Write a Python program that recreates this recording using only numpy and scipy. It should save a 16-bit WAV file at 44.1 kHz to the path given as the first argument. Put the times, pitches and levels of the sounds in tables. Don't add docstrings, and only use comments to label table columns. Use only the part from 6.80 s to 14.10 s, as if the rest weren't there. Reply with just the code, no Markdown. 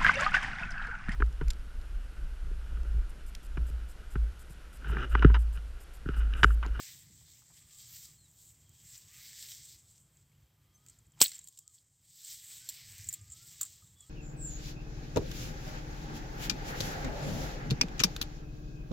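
import sys
import numpy as np
from scipy import signal
from scipy.fft import rfft, irfft, next_fast_len
from scipy.io import wavfile

SR = 44100
rng = np.random.default_rng(int(sys.argv[2]) if len(sys.argv) > 2 else 0)


def volts_from_decibels(level):
    exponent = np.asarray(level, float) / 20
    return 10 ** exponent


def output_pcm(signal):
    pcm = np.clip(np.atleast_2d(signal).T, -1, 1) * 32767
    wavfile.write(sys.argv[1], SR, np.round(pcm).astype(np.int16))


N = 321781
SINK_FIELD_DB = -7.5


def rms_one(x):
    return x / np.sqrt(np.mean(x ** 2) + 1e-20)


def in_time(rows):
    s, *columns = np.transpose(rows)
    return [np.interp(np.arange(N) / SR, s, c) for c in columns]


def coloured(x, points):
    size = next_fast_len(len(x), True)
    hz = np.maximum(np.arange(size // 2 + 1) * SR / size, 1)
    hz_at, db = np.transpose(points)
    weight = volts_from_decibels(np.interp(np.log(hz), np.log(hz_at), db))
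    return irfft(rfft(x, size) * weight, size)[:len(x)]


def band(x, low_hz, high_hz):
    sos = signal.butter(2, [low_hz, min(high_hz, .45 * SR)], "band", fs=SR, output="sos")
    return signal.sosfilt(sos, x)


def steep_band(x, low_hz, high_hz):
    return band(band(x, low_hz, high_hz), low_hz, high_hz)


def split(x, edges_hz):
    size = next_fast_len(len(x), True)
    hz, spectrum = np.arange(size // 2 + 1) * SR / size, rfft(x, size)
    above = [1] + [1 / (1 + (edge / (hz + 1)) ** 16) for edge in edges_hz] + [0]
    return [irfft(spectrum * (a - b), size)[:len(x)] for a, b in zip(above, above[1:])]


def drift(rate_hz):
    r = np.exp(-2 * np.pi * rate_hz / SR)
    slow = signal.lfilter([1], [1, -2 * r, r * r], rng.standard_normal(N + SR))
    return rms_one(slow[SR:])


def ring(x, hz, t60):
    r, w = volts_from_decibels(-60 / (t60 * SR)), 2 * np.pi * hz / SR
    return signal.lfilter([0, np.sin(w)], [1, -2 * r * np.cos(w), r * r], x + 1e-18)


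def add(out, at_s, piece):
    i = round(at_s * SR)
    out[i:i + len(piece)] += piece[:N - i]


def port_dip(x):
    sos = signal.butter(1, [8900, 11300], "bandstop", fs=SR, output="sos")
    return .25 * x + .75 * signal.sosfilt(sos, x)


def sink():
    at_s, attack_s, hold_s, release_s = 4.42, .3, 0.63, 0.71
    corners_s = np.cumsum([at_s, attack_s, hold_s, release_s])
    return in_time(np.c_[corners_s, [0, 1, 1, 0]])[0]


def open_field():
    # f/Hz, level/dB per Hz
    field_colour = [(150, -33), (250, 0.5), (710, -7), (845, -5.5), (2620, -11.5), (3230, -11), (6140, -13),
                    (7700, -17.5), (9830, -16.5), (14700, -8), (16000, -32.5)]
    field = coloured(rng.standard_normal(N), field_colour)
    level_db = -84.5 + SINK_FIELD_DB * sink() + 0.5 + 0.62 * drift(7)
    return field * volts_from_decibels(level_db) / np.std(band(field, 280, 900))


def rumble():
    # t/s, level/dB
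    breeze = [(0, -68), (.35, -61.5), (.65, -68), (1.8, -66), (2.9, -68.5), (4.4, -67.5), (6., -67),
              (6.34, -59.5), (6.75, -67), (7.3, -67.5)]
    # f/Hz, level/dB per Hz
    breeze_colour = [(15, -50), (25, -23.5), (48, -5.5), (113, 1.5), (152, -2), (188, -12), (275, -23),
                     (330, -19.5), (430, -54.5), (730, -120)]
    # t/s, peak level/dB, f/Hz
    grip_shifts = [(6.097, -53, 104), (6.194, -46.5, 104), (6.26, -51.5, 86), (6.409, -48, 96.5),
                   (6.496, -53, 74.4), (6.617, -56.5, 121)]
    level_db = in_time(breeze)[0] - 8.5 * sink()
    out = volts_from_decibels(level_db + 2.2 * drift(11)) * rms_one(coloured(rng.standard_normal(N), breeze_colour))
    t = np.arange(round(.12 * SR)) / SR
    for s, db, hz in grip_shifts:
        envelope = (t / 0.013) * np.exp(1 - t / 0.01)
        add(out, s, volts_from_decibels(db + 3.5) * np.sin(2 * np.pi * hz * t) * envelope)
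    return out


def cricket():
    # start t/s, end t/s, level/dB
    trill_bouts = [
        (.7, 1.35, -78),
        (1.3, 1.75, -93),
        (1.75, 2.1, -86.5),
        (2.9, 4.4, -96),
        (4.55, 4.95, -95),
        (5.6, 7.4, -88),
    ]
    carrier_hz, strokes_per_s, fall_hz, fade_s = 3220, 28., 260, 0.1
    beat = np.cumsum(strokes_per_s * (1 + .12 * drift(4))) / SR % 1
    carrier = np.sin(2 * np.pi * np.cumsum(carrier_hz + fall_hz * (.5 - beat)) / SR)
    pulses = np.sin(np.pi * beat) ** 2 * carrier
    rasp = band(rng.standard_normal(N), carrier_hz - 130, carrier_hz + 130)
    trill = rms_one(rms_one(pulses) + .8 * rms_one(rasp))
    t = np.arange(N) / SR
    bouts = sum(volts_from_decibels(db) * np.clip(np.minimum(t - a, b - t) / fade_s, .08, 1) for a, b, db in trill_bouts)
    return bouts * volts_from_decibels(3 * drift(5)) * trill


def whistle(rows, waver):
    hz, db = in_time(rows)
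    t = np.arange(N) / SR
    fade = np.clip(np.minimum(t - rows[0][0], rows[-1][0] - t) / .015, 0, 1)
    return np.sqrt(2) * fade * volts_from_decibels(db) * np.sin(2 * np.pi * np.cumsum(hz * (1 + waver)) / SR)


def cuckoo():
    # t/s, length/s, low f/Hz, top f/Hz, level/dB
    calls = [
        (.8, 0.52, 1198, 1420, -85),
        (3.752, 0.51, 1197, 1395, -86),
        (4.62, 0.34, 1047, 1290, -92),
        (6.26, .51, 1215, 1413, -82),
    ]
    tune = [(0, .2), (.13, 0), (.43, .05), (.62, .47), (.755, 1), (.85, .82), (.93, .1), (1, -.5)]
    lift_db = 2.5
    out = np.zeros(N)
    for s, length, low, top, db in calls:
        rows = [(s + u * length, low + h * (top - low), db + lift_db * h) for u, h in tune]
        out += whistle(rows, waver=.004 * drift(25))
    return out * volts_from_decibels(-1.5 + 2.5 * drift(14))


def chirps():
    # t/s, f/Hz, level/dB
    phrases = [
        [(1.374, 4300, -74), (1.39, 4270, -71), (1.425, 4150, -74), (1.45, 3950, -75), (1.485, 3680, -82)],
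        [(7.148, 3150, -80), (7.166, 3450, -75), (7.19, 3440, -70), (7.215, 3370, -68), (7.25, 3290, -70),
         (7.268, 3250, -76)],
        [(3.936, 6160, -66.5), (3.975, 6300, -66.5)],
        [(3.934, 12260, -80), (3.977, 12600, -80)],
        [(7.13, 12300, -84), (7.3, 15500, -84)],
        [(5.8, 1500, -74), (5.88, 1540, -74)],
        [(2.205, 985, -86), (2.26, 1050, -86), (2.33, 1240, -81), (2.375, 1225, -76), (2.42, 1260, -84)],
        [(7.15, 1120, -92), (7.22, 1180, -87), (7.25, 1250, -80), (7.31, 1350, -79)],
    ]
    out = sum(whistle(rows, waver=.004 * drift(40)) for rows in phrases)
    return out * volts_from_decibels(2.5 * drift(70))


def stroke_gains(rest_shift_db):
    # full from t/s, hold/s,
    # level/dB, edges/dB per s, dull cloth extra/dB
    strokes = [(0, 0.064, -53, 71, 2), (0.52, 0.012, -65.5, 54, 0), (0.773, .02, -67.5, 77, 3.5),
               (0.99, 0.13, -60, 80, -2), (1.161, .08, -57, 135, -2.5), (1.6, .08, -68, 90, -9),
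               (2.1, 0.036, -59.5, 91, -1.5), (2.361, 0.13, -58.5, 143, 3.5), (2.6, .11, -53, 75, -1),
               (2.84, .1, -64, 140, -4), (3.11, .1, -79, 100, -12), (3.35, .04, -81, 140, -10),
               (4.09, .03, -76.5, 89, 3), (4.385, .02, -72, 500, 6), (4.52, .05, -66, 250, 5),
               (4.7, 0.095, -76.5, 60, -9), (4.958, 0.014, -78.5, 70.5, -3.5), (5.5, 0.02, -51.5, 97.5, -4),
               (5.722, 0.022, -55.5, 97, -1), (5.916, 0.081, -57, 60, 4), (6.095, .25, -60, 200, 5),
               (6.563, 0.03, -65, 58, 0), (6.717, 0.049, -61, 76, -0.5), (6.89, .03, -64, 81, -1.5),
               (7.035, 0.025, -76.5, 82, -4), (7.23, .08, -72, 160, -2), (3.092, .03, -73, 300, -14),
               (4.94, .018, -72, 300, -10)]
    scatter = (4.44, .04, -55, 120, 3)
    # offset/dB, swing per dB, share of dull extra, rest level/dB
    regions = [(-11, 0.99, 0.99, -89.5), (-0.38, 1., 0.11, -87.5), (0, 0.7451, -0.15, -86),
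               (-1, 1.07, -.1, -91.5)]
    reference_db = -55
    t = np.arange(0, N, 64) / SR
    s, hold, db, edge, dull = np.transpose(strokes + [scatter])[:, :, None]
    outside_s = np.maximum(np.maximum(s - t, t - s - hold), 0)
    swing = db - reference_db - edge * outside_s
    swing[-1, t < scatter[0]] = -100
    for offset_db, slope, share, rest_db in regions:
        level_db = reference_db + offset_db + slope * swing + share * dull
        power = np.sum(volts_from_decibels(level_db) ** 2, axis=0)
        yield np.sqrt(np.interp(np.arange(N) / SR, t, power) + volts_from_decibels(rest_db + rest_shift_db) ** 2)


def rustle():
    # f/Hz, level/dB per Hz
    rustle_colour = [(900, -28), (1400, -21), (1800, -10.5), (2100, -8), (2600, -11.5), (3600, -8),
                     (5700, -6), (6600, -3.5), (7600, 5.5), (8500, 0), (9300, -17), (10200, -16.5),
                     (11800, -9), (15200, -6.5), (16000, -15.5)]
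    patch_edges = [1500, 1900, 2400, 3000, 3700, 4500, 5400, 6400, 7400, 8400, 11000, 13000]
    region_edges = [2900, 6200, 9900]
    grains_per_s, uneven_db, smooth, patchy_db, colour_db = 3600.0, 3.5, 1.2, 1.1, 1.8
    sizes = volts_from_decibels(uneven_db * np.minimum(rng.exponential(1, N), 4.6)) * rng.choice([-1, 1], N)
    grains = sizes * (rng.random(N) < grains_per_s * volts_from_decibels(2.5 * drift(15)) / SR)
    rub = coloured(rms_one(grains) + smooth * rng.standard_normal(N), rustle_colour)
    rub = sum(volts_from_decibels(colour_db * drift(6)) * part for part in split(rub, patch_edges))
    gains = stroke_gains(SINK_FIELD_DB * sink() + 2.6 * drift(5))
    shared = drift(25)
    out = np.zeros(N)
    for gain, part in zip(gains, split(rub, region_edges)):
        out += gain * volts_from_decibels(patchy_db * (.5 * shared + drift(14))) * rms_one(part)
    return out


def thuds():
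    # t/s, level/dB, f/Hz, t60/s
    blows = [(4.063, -62, 2300, 0.03), (4.414, -43, 217, 0.08), (4.4140, -40, 560, 0.06),
             (4.4140, -38, 800, 0.05), (4.418, -49, 330, .08), (4.4145, -25, 2400, 0.1),
             (4.4143, -29, 1100, .04), (6.809, -47.5, 1300, 0.12), (6.815, -62, 300, 0.08),
             (4.372, -64, 1000, .2), (4.388, -61, 1000, .15), (4.403, -44, 1050, .04),
             (4.453, -57, 430, .03), (4.59, -68, 880, .03), (.41, -68, 850, .06), (.48, -69, 835, .06),
             (.62, -61, 950, 0.056), (.7, -63, 900, 0.08), (6.84, -60, 1350, 0.1), (.3, -57.5, 204, 0.041)]
    out, t = np.zeros(N), np.arange(round(.2 * SR)) / SR
    for s, db, hz, t60 in blows:
        puff = rng.standard_normal(len(t)) * volts_from_decibels(-60 * t / t60)
        puff = band(band(puff, .55 * hz, 1.9 * hz), .7 * hz, 1.45 * hz)
        add(out, s, volts_from_decibels(db) * puff / np.abs(puff).max())
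    return out


def ticks():
    # t/s, peak level/dB, low cut f/Hz
    clicks = [(1.8931, -52, 5000), (2.6867, -40, 3000), (2.7172, -39, 2500), (3.1799, -47, 2600),
              (3.1925, -57, 6000), (3.2035, -57, 6000), (3.3705, -53, 5000), (3.3989, -57, 6000),
              (3.427, -61, 6000), (4.4159, -4, 2500), (4.4205, -5, 4000), (4.4255, -12, 2500),
              (4.6327, -47, 6000), (4.6675, -56, 5000), (4.7902, -37, 4500), (4.8782, -34, 4300),
              (4.8985, -62, 6000), (6.2893, -34, 3500), (6.3388, -34, 2500), (6.8128, -23, 3000),
              (7.045, -56, 8000)]
    out = np.zeros(N)
    for s, db, cut_hz in clicks:
        click = signal.unit_impulse(round(.02 * SR))
        click = band(band(click, cut_hz, 19000), .8 * cut_hz, 19000)
        click = click + volts_from_decibels(-3) * ring(click, hz=7800, t60=.005)
        add(out, s, volts_from_decibels(db) * click / np.abs(click).max())
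    return port_dip(out)


def pings():
    # t/s, level/dB, f/Hz, t60/s
    struck_wires = [(4.4446, -31, 4700, .007), (4.4495, -25, 4200, 0.018), (4.4595, -23, 3900, .011),
                    (4.4605, -32, 4400, .01), (4.433, -20, 14850, .04), (4.452, -38, 13300, .06),
                    (4.3367, -66, 3010, .012), (4.349, -70, 3050, .03), (4.3787, -65, 2420, .015),
                    (4.404, -36, 4250, .02), (4.516, -50, 3180, .02), (4.5625, -54, 3250, .03),
                    (4.611, -58, 3950, .02), (4.5163, -42, 4300, 0.022), (4.518, -51, 2070, 0.012),
                    (3.53, -68, 2700, .02), (4.403, -32, 3100, .025), (4.44, -36, 3100, .04),
                    (5.8885, -37, 4220, 0.036), (5.889, -41, 5780, 0.04), (6.339, -38, 13600, 0.02),
                    (4.644, -63, 11400, .09), (4.643, -66, 13400, .09), (4.643, -68, 15000, .06),
                    (4.651, -64, 3250, .04), (4.723, -64, 4700, .02), (4.984, -62, 4500, .015),
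                    (4.98, -65, 3300, .012), (5.8895, -35, 7450, .035), (5.8888, -34, 11800, .018),
                    (5.896, -38, 13900, .03), (6.2885, -42, 12000, .02), (6.288, -42, 14300, .012),
                    (7.022, -64, 1230, .05), (3.515, -70, 2200, .02), (3.55, -70, 3000, .02)]
    out, t = np.zeros(N), np.arange(round(.15 * SR)) / SR
    for s, db, hz, t60 in struck_wires:
        knock = rng.standard_normal(len(t)) * np.exp(-t / 0.0011)
        tone = band(ring(knock, hz, t60), .7 * hz, 1.4 * hz)
        add(out, s, volts_from_decibels(db) * tone / np.abs(tone).max())
    return out


def decay_of(t, t60):
    return volts_from_decibels(-60 * t / t60) + volts_from_decibels(-20 - 60 * t / (3.5 * t60))


def contacts(events, gain_db, share, tune, free, rise_s):
    # f/Hz, level/dB, t60/s
    wire_modes = [(6950, -15, 0.031), (7560, -1.5, 0.048), (6950, -7.5, 0.054), (7620, 0.5, .05),
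                  (7760, 5, 0.059), (8300, -13, 0.036), (11700, -19, .03), (13500, -22, .03)]
    out, t = np.zeros(N), np.arange(round(.12 * SR)) / SR
    share = np.clip(share, 0, 1)
    for s, peak_db, low_db, top_db, t60 in events:
        burst = rng.standard_normal(len(t)) * volts_from_decibels(2.4 * rng.standard_normal(len(t)))
        burst *= decay_of(t, np.clip(t60, .004, .07)) * np.minimum(t / rise_s, 1)
        chance_db = 3 * rng.standard_normal(len(wire_modes))
        bend = tune * (1 + .012 * rng.standard_normal())
        wires = np.zeros(len(t))
        for (hz, db, decay), chance in zip(wire_modes, chance_db):
            wires += volts_from_decibels(db + chance) * ring(burst, bend * hz, free * decay)
        parts = [steep_band(burst, 6700, 8500), band(wires, 5500, 16000),
                 band(burst, 3200, 6500), steep_band(burst, 10400, 18500)]
        gains = [1 - share, share, volts_from_decibels(low_db), volts_from_decibels(top_db + 2.0)]
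        mix = sum(g * p / np.abs(p).max() for g, p in zip(gains, parts))
        add(out, s - .5 * rise_s, volts_from_decibels(peak_db + gain_db) * mix)
    return port_dip(out)


def jaw():
    # t/s, level/dB, push length/s, low cut f/Hz
    landing = (4.4143, -15, .00017, 150)
    # f/Hz, level/dB, t60/s
    ground = (115, -33, .05)
    s, db, length, cut_hz = landing
    ground_hz, ground_db, ground_t60 = ground
    out, t = np.zeros(N), np.arange(round(.02 * SR)) / SR / length
    add(out, s, volts_from_decibels(db) * band(t * np.exp(1 - t), cut_hz, 9000))
    boom = ring(signal.unit_impulse(round(.1 * SR)), ground_hz, ground_t60)
    add(out, s, volts_from_decibels(ground_db) * boom)
    return out


def spring_trap():
    # t/s, peak level/dB, low part/dB relative, top part/dB relative, t60/s
    cracks = [(1.8931, -49, -21, -7, 0.018), (2.1767, -41, -17, -17, 0.018), (2.625, -38, -4, -10, 0.017),
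              (2.6733, -47, -12, -13, 0.018), (2.6867, -49, -2, -10, 0.018), (2.7177, -43, 2.5, -10, 0.018),
              (2.7504, -50, -1, -10, 0.018), (3.11, -51, -24, -23, 0.018), (3.1796, -56, -2, -28, 0.01),
              (3.3694, -55, -13, -27, 0.018), (4.063, -48, -7, -8, 0.018), (4.0742, -53, -16, -17, 0.018),
              (4.0843, -43.5, -13, -15, 0.018), (4.0968, -45, -14, -17, 0.018),
              (4.1869, -53, -20, -16, 0.018), (4.2664, -61, -16, -17, 0.018),
              (4.3196, -57, -18, -19, 0.018)]
    snap = [(4.390, -50, -8, -12, .04), (4.4015, -42, 0, -3, .05), (4.4045, -25, -5, -1, .07),
            (4.4105, -25, -6, -4, .04), (4.4146, -12, 2, 0, .008), (4.4155, -8, 1, -4, .01),
            (4.4172, -10, -10, -10, .016), (4.4190, -11, -12, -10, .012), (4.4203, -8, -14, 1, .007),
            (4.4222, -16, -8, -4, .016), (4.4250, -15, -1, 0, .015), (4.4278, -26, 0, -4, .025),
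            (4.432, -24, -12, -3, .04), (4.437, -24, -10, 2, .025), (4.4405, -21, -10, -10, .02),
            (4.4455, -30, 0, -4, .03), (4.450, -33, -3, -4, .04), (4.4563, -30, -6, -6, .03),
            (4.466, -32, -6, -1, .04)]
    rattle = [(4.4802, -31, -11, -17, 0.016), (4.4924, -37.5, -6, -15, 0.018), (4.5165, -38, -4, -15, 0.02),
              (4.5431, -40, -14, -20, 0.03), (4.548, -40, -16, -20, .035), (4.5534, -41, -12, -20, 0.03),
              (4.563, -47, -4, -14, .02), (4.505, -47, -5, -12, .02), (4.533, -47, -3, -12, .02),
              (4.614, -50, -10, -14, .03), (4.5807, -46.5, -7, -8, 0.021), (4.59, -36.5, -17, -18, 0.018),
              (4.6405, -48, -22, -12, 0.012), (4.643, -43, -28, -20.5, 0.017), (4.6728, -43, -8, -8, 0.018),
              (4.6843, -40, -14, -8, 0.017), (4.7252, -58, -5.5, -5, 0.018), (4.7737, -45, -8, -16, 0.018),
              (4.7875, -41, -16, -10, 0.028), (4.9215, -58, -19.5, -14, 0.02),
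              (4.9415, -53, -19.5, -18, 0.018), (4.9504, -54, -19.5, -20, 0.018),
              (4.9857, -59, -8, -15, 0.018)]
    clinks = [(5.447, -39, -9, -12, 0.022), (5.8888, -32, -6, -3, 0.025), (6.18, -47, -8, 0, 0.04),
              (6.2422, -41, -16, -14.5, 0.022), (6.2701, -41, -28, -16, 0.02),
              (6.2878, -22.5, -27, -19, 0.013), (6.2935, -36, -25, -20, .03), (6.3272, -31, -18, -8, 0.022),
              (6.3376, -31, -15, -5, 0.02), (6.343, -38, -12, -6, .018), (6.412, -50, -20, -20, .04),
              (6.5, -42, -20, -26, 0.022), (6.5114, -47, -26, -29, 0.022), (6.5195, -37, -31, -22, 0.025),
              (6.525, -39, -30, -29, .025), (6.531, -41, -30, -29, .03), (6.8082, -42, 0, -12, .03),
              (6.812, -24, -17, -5, 0.011), (6.8143, -24, -21, -12, .012), (6.8174, -27, -21, -10, 0.014),
              (6.8225, -41, -6, -10, .02), (6.8297, -30, -13.5, -6, 0.01), (6.8304, -26, -26, -20, .018),
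              (6.8345, -37, -16, -16, .014), (6.851, -39, -12, -10, 0.02), (6.856, -44, -14, -16, .02),
              (6.8605, -43, -16, -18, .02), (6.8655, -45, -16, -18, .025),
              (6.8977, -50.5, -14.5, -11, 0.022), (7.074, -55, -16, -21, 0.022),
              (7.205, -43, -22, -24, 0.022), (5.895, -36, -8, -4, .035)]
    out = contacts(cracks, gain_db=1.5, share=0.13, tune=.99, free=.6, rise_s=.001)
    out += contacts(snap, gain_db=0.8, share=0.42, tune=1.02, free=.7, rise_s=.0005)
    out += contacts(rattle, gain_db=3.5, share=0.4, tune=.975, free=.7, rise_s=.0016)
    out += contacts(clinks, gain_db=4.0, share=0.45, tune=.965, free=.5, rise_s=.0013)
    return out + pings() + ticks() + thuds() + jaw()


def scene():
    # f/Hz, side level under mid/dB
    far_width = [(60, -33.5), (110, -34.5), (200, -25.5), (380, -17), (700, -12), (1290, -12), (2380, -5),
                 (4400, -16), (8120, -11.5), (15000, -8)]
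    near_width = [(60, -52), (110, -45), (200, -44), (380, -42), (700, -36), (1290, -15), (2380, -23),
                  (4400, -45), (8120, -27), (15000, -64)]
    field, low = open_field(), rumble()
    wildlife = cuckoo() + chirps() + cricket()
    hand, trap = rustle(), spring_trap()
    scrambled = np.roll(field + low + 0.27 * hand, 211)
    side = coloured(scrambled, far_width) + np.roll(coloured(trap, near_width), 9) + .2 * np.roll(wildlife, 9)
    mid = hand + trap + wildlife + field + low
    return np.array([mid + side, mid - side])


def band_limit(x):
    return signal.sosfilt(signal.butter(12, 16820, fs=SR, output="sos"), x)


def record(dry):
    low_pass = signal.ellip(8, .3, 38, 15880, fs=SR, output="sos")
    cut = signal.sosfilt(low_pass, dry)
    mix = 1.171 * np.tanh(cut / 1.21)
    return band_limit(mix)


dry = scene()
out = record(dry)
output_pcm(out)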